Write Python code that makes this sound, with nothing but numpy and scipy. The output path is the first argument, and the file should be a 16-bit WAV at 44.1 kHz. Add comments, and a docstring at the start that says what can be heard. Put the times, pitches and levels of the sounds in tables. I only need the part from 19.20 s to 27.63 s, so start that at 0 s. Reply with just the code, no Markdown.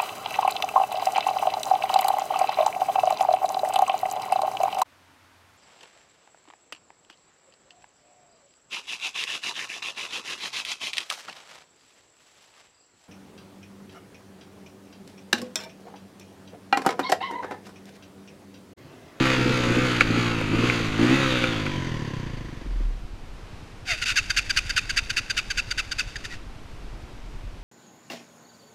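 """Two-stroke bike dying on a forest track

A two-stroke enduro bike idles unevenly, heard from the rider's helmet; it is cut, runs down and rocks to rest.
Each turn puffs into resonant pipe modes, runs of firings bark, shaped noise clatters, sharp knocks ring out.
Then a harsh, bird-like chatter, perhaps a slipping starter: falling harmonic tones and rasp in short-long
pairs over a dry whirr. A second bike thuds softly throughout, under a low breeze; a faint forest echo follows
the chatter.
"""
import sys
import numpy as np
from scipy import signal
from scipy.fft import rfft, irfft
from scipy.io import wavfile
from scipy.ndimage import uniform_filter1d

SR = 44100
rng = np.random.default_rng(int(sys.argv[2]) if len(sys.argv) > 2 else 0)


def wrap_up_sound(samples):
    """Save the sound to the file named by the first command line argument, as 16-bit audio."""
    columns = np.atleast_2d(samples).T
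    # keep every value between -1 and 1, then stretch to whole-number steps
    tamed = np.clip(columns, -1, 1)
    steps = np.round(tamed * 32767).astype(np.int16)
    wavfile.write(sys.argv[1], SR, steps)


N = 371763
TIME = np.arange(N) / SR

# runs of firings: (start [s], end [s], bark level [dB], added scatter between firings [dB])
FIRING = [(-.05, .02, -19.5, -0.5), (0.143, .33, -27.5, 6), (.45, .6, -24.5, 4.5), (.85, 1.012, -27, 3.5),
          (1.278, 1.437, -24.5, 5), (1.766, 1.936, -19, 1)]
STOP_S = 3.62  # crank comes to rest


def undb(db):
    """Decibels to gain."""
    return 10 ** (np.asarray(db) / 20)


def level(x, db):
    """Set the rms level."""
    return x * undb(db) / np.sqrt(np.mean(x ** 2) + 1e-18)


def curves(table):
    """Interpolate the columns of a table of timed rows, sample by sample."""
    times_s, *columns = np.transpose(table)
    return [np.interp(TIME, times_s, column) for column in columns]


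def noise():
    """White noise."""
    return rng.standard_normal(N)


def walk(rate_hz):
    """Smoothed random steps, rms near 1."""
    step = max(int(SR / rate_hz), 2)
    steps = np.repeat(rng.standard_normal(N // step + 1), step)
    return level(uniform_filter1d(steps, step), 0)[:N]


def ring(x, hz, width_hz):
    """One resonance, gain 1 at its centre."""
    b, a = signal.iirpeak(hz, hz / width_hz, fs=SR)
    return signal.lfilter(b, a, x)


def colour(x, spectrum, size=8192):
    """Minimum-phase filter with the given (frequency [Hz], level [dB]) spectrum."""
    hz, db = np.transpose(spectrum)
    grid_hz = np.maximum(np.arange(size // 2 + 1) * SR / size, 1)
    gain = undb(np.interp(np.log(grid_hz), np.log(hz), db))
    # fold the cepstrum to make the filter causal
    cepstrum = irfft(np.log(gain))
    cepstrum[1:size // 2] *= 2
    cepstrum[size // 2 + 1:] = 0
    impulse = irfft(np.exp(rfft(cepstrum)))
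    return signal.oaconvolve(x, impulse)[:N]


def steady(x, size=3500):
    """Bring the running rms to 1; size is the window in samples."""
    power = uniform_filter1d(uniform_filter1d(x ** 2, size), size)
    return x / np.sqrt(np.abs(power) + 1e-12)


def envelope(start_s, end_s, attack_s, release_s):
    """Linear rise from the start, hold until the end, exponential decay."""
    rise = np.clip((TIME - start_s) / attack_s, 0, 1)
    return rise * np.exp(-np.maximum(TIME - end_s, 0) / release_s)


def shell(x, direct):
    """Narrow resonances of helmet and camera case, added to the direct sound."""
    # case modes: (frequency [Hz], width [Hz], level [dB])
    case_modes = [(1480, 190, 0), (2650, 280, 0), (3660, 130, 0), (4680, 150, 4), (6300, 320, 0),
                  (6850, 260, -2)]
    return direct * x + sum(undb(db) * ring(x, hz, width_hz) for hz, width_hz, db in case_modes)


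def loudness(crank_hz):
    """Gains of pumping, bark and clatter: speed sets the base, firings and rattles add power."""
    # unfired turns: (crank speed [turns/s], pumping level [dB], pipe level [dB], clatter level [dB])
    by_speed = [(20.05, -47.5, -46.5, -53), (29.82, -33, -41.5, -42.5), (43.7, -30, -35, -36),
                (51.52, -32, -32, -33), (58.95, -31.5, -29, -27), (66.6, -31, -27, -24.5)]
    # bouts of extra metal rattle: (start [s], end [s], level [dB])
    rattles = [(.05, 0.145, -25.5), (0.805, .812, -18), (1.499, 1.5, -27)]
    stop_fade_s = 0.071
    bark_attack_s, bark_release_s = 0.046, 0.026
    boom_db, boom_attack_s, boom_release_s = -28, 0.045, 0.16
    rattle_attack_s, rattle_release_s = .004, 0.0093

    speeds_hz, *columns = np.transpose(by_speed)
    turning = np.exp(-np.maximum(TIME - STOP_S, 0) / stop_fade_s)
    pump, bark, metal = (undb(np.interp(crank_hz, speeds_hz, db)) * turning for db in columns)
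    for start_s, end_s, db, _ in FIRING:
        # firings also deepen the pumping of the chamber
        pump = np.hypot(pump, undb(boom_db) * envelope(start_s, end_s, boom_attack_s, boom_release_s))
        bark = np.hypot(bark, undb(db) * envelope(start_s, end_s, bark_attack_s, bark_release_s))
    for start_s, end_s, db in rattles:
        metal = np.hypot(metal, undb(db) * envelope(start_s, end_s, rattle_attack_s, rattle_release_s))
    return pump, bark, metal


def pumping(puffs, coasting, chance):
    """The chamber breathes on every turn, fired or not: pulses through low resonances."""
    uneven = puffs * undb((4.0 + 2 * coasting) * chance)
    return ring(ring(uneven, 146.3, 65), 108.0, 48.5) + 0.0059 * ring(puffs, 75, 50)


def exhaust(puffs, phase, coasting, chance):
    """Puffs and turbulent gas excite the pipe modes; firings alter scatter and gas."""
    # pipe modes: (frequency [Hz], width [Hz], level [dB])
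    pipe_modes = [(197, 32, 2), (261.4, 69.4, 10.5), (356.6, 51, 2), (365, 15, -6), (570, 59, -14.5)]
    smear_hz, smear_width_hz = 298, 144

    scatter_db = sum(db * ((TIME > start_s) & (TIME < end_s)) for start_s, end_s, _, db in FIRING)
    gas = (.012 + .008 * scatter_db) * np.exp(-phase / .6) * noise()
    blast = (puffs + gas) * undb((3 + scatter_db + 2 * coasting) * chance)
    # all-pass: the pipe spreads each puff out in time
    blast = blast - 2 * ring(blast, smear_hz, smear_width_hz)
    # neighbouring modes swing in opposite senses, so each bark swells roundly
    modes = sum((-1) ** k * undb(db) * ring(blast, hz, width_hz)
                for k, (hz, width_hz, db) in enumerate(pipe_modes))
    return ring(modes, 404, 252)


def slaps(turn, phase, memory=.9, count=500):
    """Metal impulses at fixed crank angles; their strengths drift from turn to turn."""
    draws = rng.standard_normal((turn.max() + 21, count))
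    pattern = signal.lfilter([1], [1, -memory], draws, axis=0)[20:]  # skip the filter's start
    angle = (phase * count).astype(int)
    return level(pattern[turn, angle] * (np.diff(angle, prepend=0) != 0), 0)


def clatter(gate, turn, phase, coasting):
    """Piston and gears: gated noise and slaps, cross-faded to a coasting spectrum."""
    # running engine: (frequency [Hz], relative level [dB])
    running_spectrum = [(300, -25.5), (510, -1), (610, -15), (800, -14), (1030, -11.5), (1280, -4.5),
                        (1470, -8), (1650, -11), (2500, -9), (3230, -14.5), (4700, -20), (5230, -27.5),
                        (6900, -26.5), (7600, -33.5), (11000, -41), (15000, -50.5)]
    # dead engine: (frequency [Hz], relative level [dB])
    coasting_spectrum = [(400, -10), (520, -0.5), (640, -14), (850, -14), (1010, 2), (1200, -12),
                         (1500, -7.5), (1820, -3.5), (2600, -14), (3100, -10), (4100, -18.5), (4700, -13.5),
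                         (5200, -23.5), (6200, -20), (7600, -31.5), (15000, -49)]
    metal = gate * (noise() * undb(2.5 * walk(700)) + 1.7 * slaps(turn, phase))
    running = steady(shell(colour(metal, running_spectrum), direct=3.2))
    return (1 - coasting) * running + coasting * steady(colour(metal, coasting_spectrum))


def engine():
    """One puff a turn drives pumping and exhaust; clatter and whine pulse with the crank."""
    # crank speed, up in firing runs, sagging between: (time [s], speed [turns/s])
    crank_speed = [(0.0, 66.3), (0.24, 61.68), (0.3, 63.7), (0.49, 58.8), (0.64, 63.72), (0.87, 54.6),
                   (1.0, 60.04), (1.28, 51.74), (1.47, 61.34), (1.72, 51.78), (1.8, 55.94), (1.96, 68.7),
                   (2.01, 68), (2.19, 60.23), (2.81, 36.93), (3.07, 28.9), (3.2, 26.6), (3.5, 20.57)]
    crank_hz, = curves(crank_speed)
    pump_gain, bark_gain, clatter_gain = loudness(crank_hz)
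    turns = np.cumsum(crank_hz * (1 + .003 * walk(70))) / SR + .7
    phase, turn = turns % 1, turns.astype(int)
    puffs = np.diff(turn, prepend=0)
    # fresh chances each turn
    pump_chance, bark_chance, gate_chance = rng.uniform(-1, 1, (1000, 3))[turn].T
    coasting = np.clip((TIME - 2.25) / .45, 0, 1)

    # peaks once a turn; strokes stand out more when coasting
    stroke = np.exp(-((phase - .3 * (1 - coasting)) % 1) / 0.53)
    gate = (1.2 - .5 * coasting + stroke) * undb(1.54 * gate_chance)

    pump = steady(pumping(puffs, coasting, pump_chance)) * pump_gain
    bark = steady(exhaust(puffs, phase, coasting, bark_chance)) * bark_gain
    metal = steady(clatter(gate, turn, phase, coasting)) * clatter_gain
    return pump + bark + metal + gate * whine()


def idle():
    """A second bike ticks over: uneven pulses through low, muffling resonances."""
    # soft idle: (time [s], mean rate [beats/s], level [dB])
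    idle_course = [(4.2, 10.5, -49), (5.3, 11.2, -44), (7, 10.2, -48.5)]
    beat_hz, db = curves(idle_course)
    beat = (np.cumsum(beat_hz * (1 + 0.0467 * walk(11))) / SR).astype(int)
    puffs = np.diff(beat, prepend=0) * undb(1.5 * walk(11)) + .005 * noise()
    thuds = ring(ring(ring(puffs, 107, 49), 77.0, 67), 80, 85)
    return level(thuds, 0) * undb(db)


def outdoors():
    """Soft hiss of the trees; low noise as the breeze buffets the microphone."""
    # tree hiss: (frequency [Hz], relative level [dB])
    hiss_spectrum = [(90, -7), (160, -3.5), (300, -4.5), (520, -10.5), (700, -11), (1160, -13.5),
                     (1840, -17.5), (2500, -17.5), (3500, -21.5), (4900, -24.5), (8000, -32.5),
                     (12000, -40.5), (15000, -54)]
    # breeze rumble: (frequency [Hz], relative level [dB])
    rumble_spectrum = [(10, 2), (22, -5), (36, 5), (52, -5.5), (85, -15), (130, -23.5), (220, -31.5),
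                       (500, -62)]
    trees_db = -47
    breeze_start_db, breeze_ease_db_per_s = -37, 0.22
    lull_s, lull_width_s, lull_db = 4.47, 0.23, -7

    lull = lull_db * np.exp(-((TIME - lull_s) / lull_width_s) ** 2)
    rumble_db = breeze_start_db - breeze_ease_db_per_s * TIME + lull
    sway, buffet = undb(.5 * walk(4)), undb(1.5 * walk(9))
    trees = level(colour(noise(), hiss_spectrum), 0) * sway
    rumble = steady(colour(noise(), rumble_spectrum), size=12000) * buffet
    return trees * undb(trees_db) + rumble * undb(rumble_db)


def knocks(decay_s=0.0039, rattle=0.14):
    """Impulses with a few milliseconds of rattle; each also thuds in the pipe."""
    # hard knocks: (time [s], crack peak level [dB], pipe thud peak level [dB])
    knock_times = [(0.8088, 1.5, -13), (1.214, -20, -17.5), (1.499, -6, -26), (2.24, -10, -16.5),
                   (2.465, -19, -20.5)]
    # crack: (frequency [Hz], relative level [dB])
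    crack_spectrum = [(150, -61), (500, -44), (900, -24), (1450, 14.5), (1800, -3), (2250, 13), (2750, 6),
                      (3400, -19), (4600, -17), (6000, -20), (15000, -72)]
    out = np.zeros(N)
    t = TIME[:2000]
    for time_s, crack_db, thud_db in knock_times:
        push = np.zeros(N)
        i = int(time_s * SR)
        push[i] = -1
        thud = ring(push, 497, 38.3) + 0.67 * ring(push, 250.0, 57.9)
        push[i:i + len(t)] += rattle * rng.standard_normal(len(t)) * np.exp(-t / decay_s)
        crack = colour(push, crack_spectrum)
        out += undb(crack_db) * crack / np.abs(crack).max()
        out += undb(thud_db) * thud / np.abs(thud).max()
    return out


def whine(blur_hz=141):
    """Gear whine once the engine is cut: a blurred tone sinks as the crank slows."""
    start_s, start_hz, sag_hz_per_s = 1.9, 3900, 1150
    mean_db, attack_s, release_s = -37, 0.21, 0.39  # level ahead of the crank gate
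    hz = start_hz - sag_hz_per_s * (np.clip(TIME, start_s, STOP_S) - start_s)
    swell = envelope(start_s, start_s + attack_s, attack_s, release_s)
    tone = np.sin(2 * np.pi * np.cumsum(hz + blur_hz * walk(600)) / SR)
    return tone * undb(mean_db + 2 * walk(60.8)) * swell


def rocking():
    """The engine rocks on its springs as it stops: a deep, slowing sine shudder."""
    start_s, start_hz, sag_hz_per_s = 3.42, 46.17, 41.3
    peak_db, attack_s, hold_s, release_s = -20.5, 0.14, 0.11, .11
    hz = np.maximum(start_hz - sag_hz_per_s * (TIME - start_s), 20)
    swell = envelope(start_s, start_s + attack_s + hold_s, attack_s, release_s)
    return np.sin(2 * np.pi * np.cumsum(hz * (TIME > start_s)) / SR) * undb(peak_db) * swell


def pairs(count=9):
    """The even run of short-long squawks, slowing and fading as it goes."""
    # short and long squawk: (place in cycle [0-1], length [s], relative level [dB],
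    #                         first pitch [Hz], last pitch [Hz], rasp [0-1])
    cycle_pair = [(0, 0.0256, -15, 1715, 1406, 0.61), (.337, .041, -13, 1742, 1129, 0.69)]
    start_s, cycle_s, cycle_growth_s, fade_db_per_s = 5.096, .197, .0012, 3.5
    rows = []
    for cycle in range(count):
        for place, length_s, db, *voice in cycle_pair:
            cycles = cycle + place
            elapsed_s = cycle_s * cycles + cycle_growth_s * cycles ** 2 / 2
            rows.append((start_s + elapsed_s, length_s, db - fade_db_per_s * elapsed_s, *voice))
    return rows


def dry_whirr():
    """Fading, wavering gain of the noise under the squawks."""
    start_s, end_s, attack_s, release_s = 4.65, 7.15, .02, 0.039
    start_db, fade_db_per_s = -33.5, 3.5  # ahead of the rasp filter
    db = start_db - fade_db_per_s * (TIME - start_s) + 1.45 * walk(70)
    return undb(db) * envelope(start_s, end_s, attack_s, release_s)


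def chatter(jitter=0.036, flutter_db=2.0, harmonics=9, swell=1.4, rasp_swell=1.27):
    """Each squawk is a rough falling harmonic tone wrapped in rasp; a dry whirr joins them."""
    # out of step as the chatter catches and dies: (start [s], length [s], relative level [dB],
    #                                               first pitch [Hz], last pitch [Hz], rasp [0-1])
    loose_squawks = [(4.668, 0.098, -21.5, 790, 569, 0.76), (4.814, 0.033, -19.5, 1484, 1313, 0.68),
                     (4.85, 0.087, -19, 1500, 1346, 0.85), (4.956, 0.05, -14, 1730, 1148, 0.56),
                     (6.955, 0.0186, -23.5, 1894, 1516, 0.33), (7.039, 0.032, -27.5, 1966, 1545, .75),
                     (7.1, 0.067, -36.5, 1980, 1790, 0.5)]
    # rasp and whirr: (frequency [Hz], relative level [dB])
    rasp_spectrum = [(500, -34), (1000, -18.5), (1400, -3.5), (2000, 3.5), (2700, -0.5), (3300, -3.5),
                     (4700, -5), (5500, -4.5), (6400, -12), (8000, -14), (11000, -20), (15000, -34)]
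    # tones: (frequency [Hz], relative level [dB])
    squeal_spectrum = [(600, 4), (1100, -3), (1500, -1), (2100, 17), (2750, 9), (3400, -7), (4700, 6),
                       (5500, -4.5), (6400, 0.5), (8000, -19), (15000, -21)]
    scatter_db, scatter_pitch = 0.26, 0.0116  # rms, squawk to squawk; pitch as a fraction

    tones, gusts = np.zeros(N), np.zeros(N)
    wobble = walk(900)
    k = np.arange(1, harmonics + 1)[:, None]
    for start_s, length_s, db, first_hz, last_hz, rasp in list(loose_squawks) + pairs():
        level_chance, pitch_chance = rng.standard_normal(2)
        u = np.linspace(0, 1, int(length_s * SR))
        first = int(start_s * SR)
        span = slice(first, first + len(u))
        gain = undb(db + scatter_db * level_chance)
        glide_hz = first_hz + (last_hz - first_hz) * u
        hz = glide_hz * (1 + scatter_pitch * pitch_chance + jitter * rasp * wobble[span])
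        partials = np.sin(2 * np.pi * k * np.cumsum(hz) / SR) / k ** .5
        tone = level(partials.sum(axis=0), 0)
        # tone and rasp swell quickly and taper off
        arch = np.abs(np.sin(np.pi * u ** .85))
        tones[span] += gain * np.sqrt(1 - rasp) * arch ** swell * tone
        gusts[span] += gain * np.sqrt(rasp) * arch ** rasp_swell

    flutter = undb(flutter_db * walk(700))
    hiss = colour((gusts + dry_whirr()) * flutter * noise(), rasp_spectrum)
    squeal = colour(tones * flutter, squeal_spectrum)
    return shell(undb(-4.5) * squeal + undb(3.5) * hiss, direct=0.5)


def forest(x, t60_s=0.38, wet_db=-23):
    """Trunks scatter a thin, dull echo: decaying noise convolved with the sound."""
    t = TIME[:SR]
    echoes = rng.standard_normal(SR) * undb(-60 * t / t60_s) * np.clip(t / 0.013, 0, 1)
    impulse = level(echoes, wet_db) / np.sqrt(SR)
    return ring(signal.oaconvolve(x, impulse)[:N], 3000, 9000)


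def scene():
    """Engine first, then the chatter, in the open air."""
    squawks = chatter()
    bikes = engine() + idle() + knocks() + rocking()
    return (bikes + squawks + forest(squawks) + outdoors())[None]


def record(dry):
    """The camera clips at full scale and cuts the top."""
    top_hz = 15100
    lowpass = signal.ellip(8, .2, 70, top_hz, fs=SR, output="sos")
    return signal.sosfilt(lowpass, np.clip(dry, -1, 1))


dry = scene()
out = record(dry)
wrap_up_sound(out)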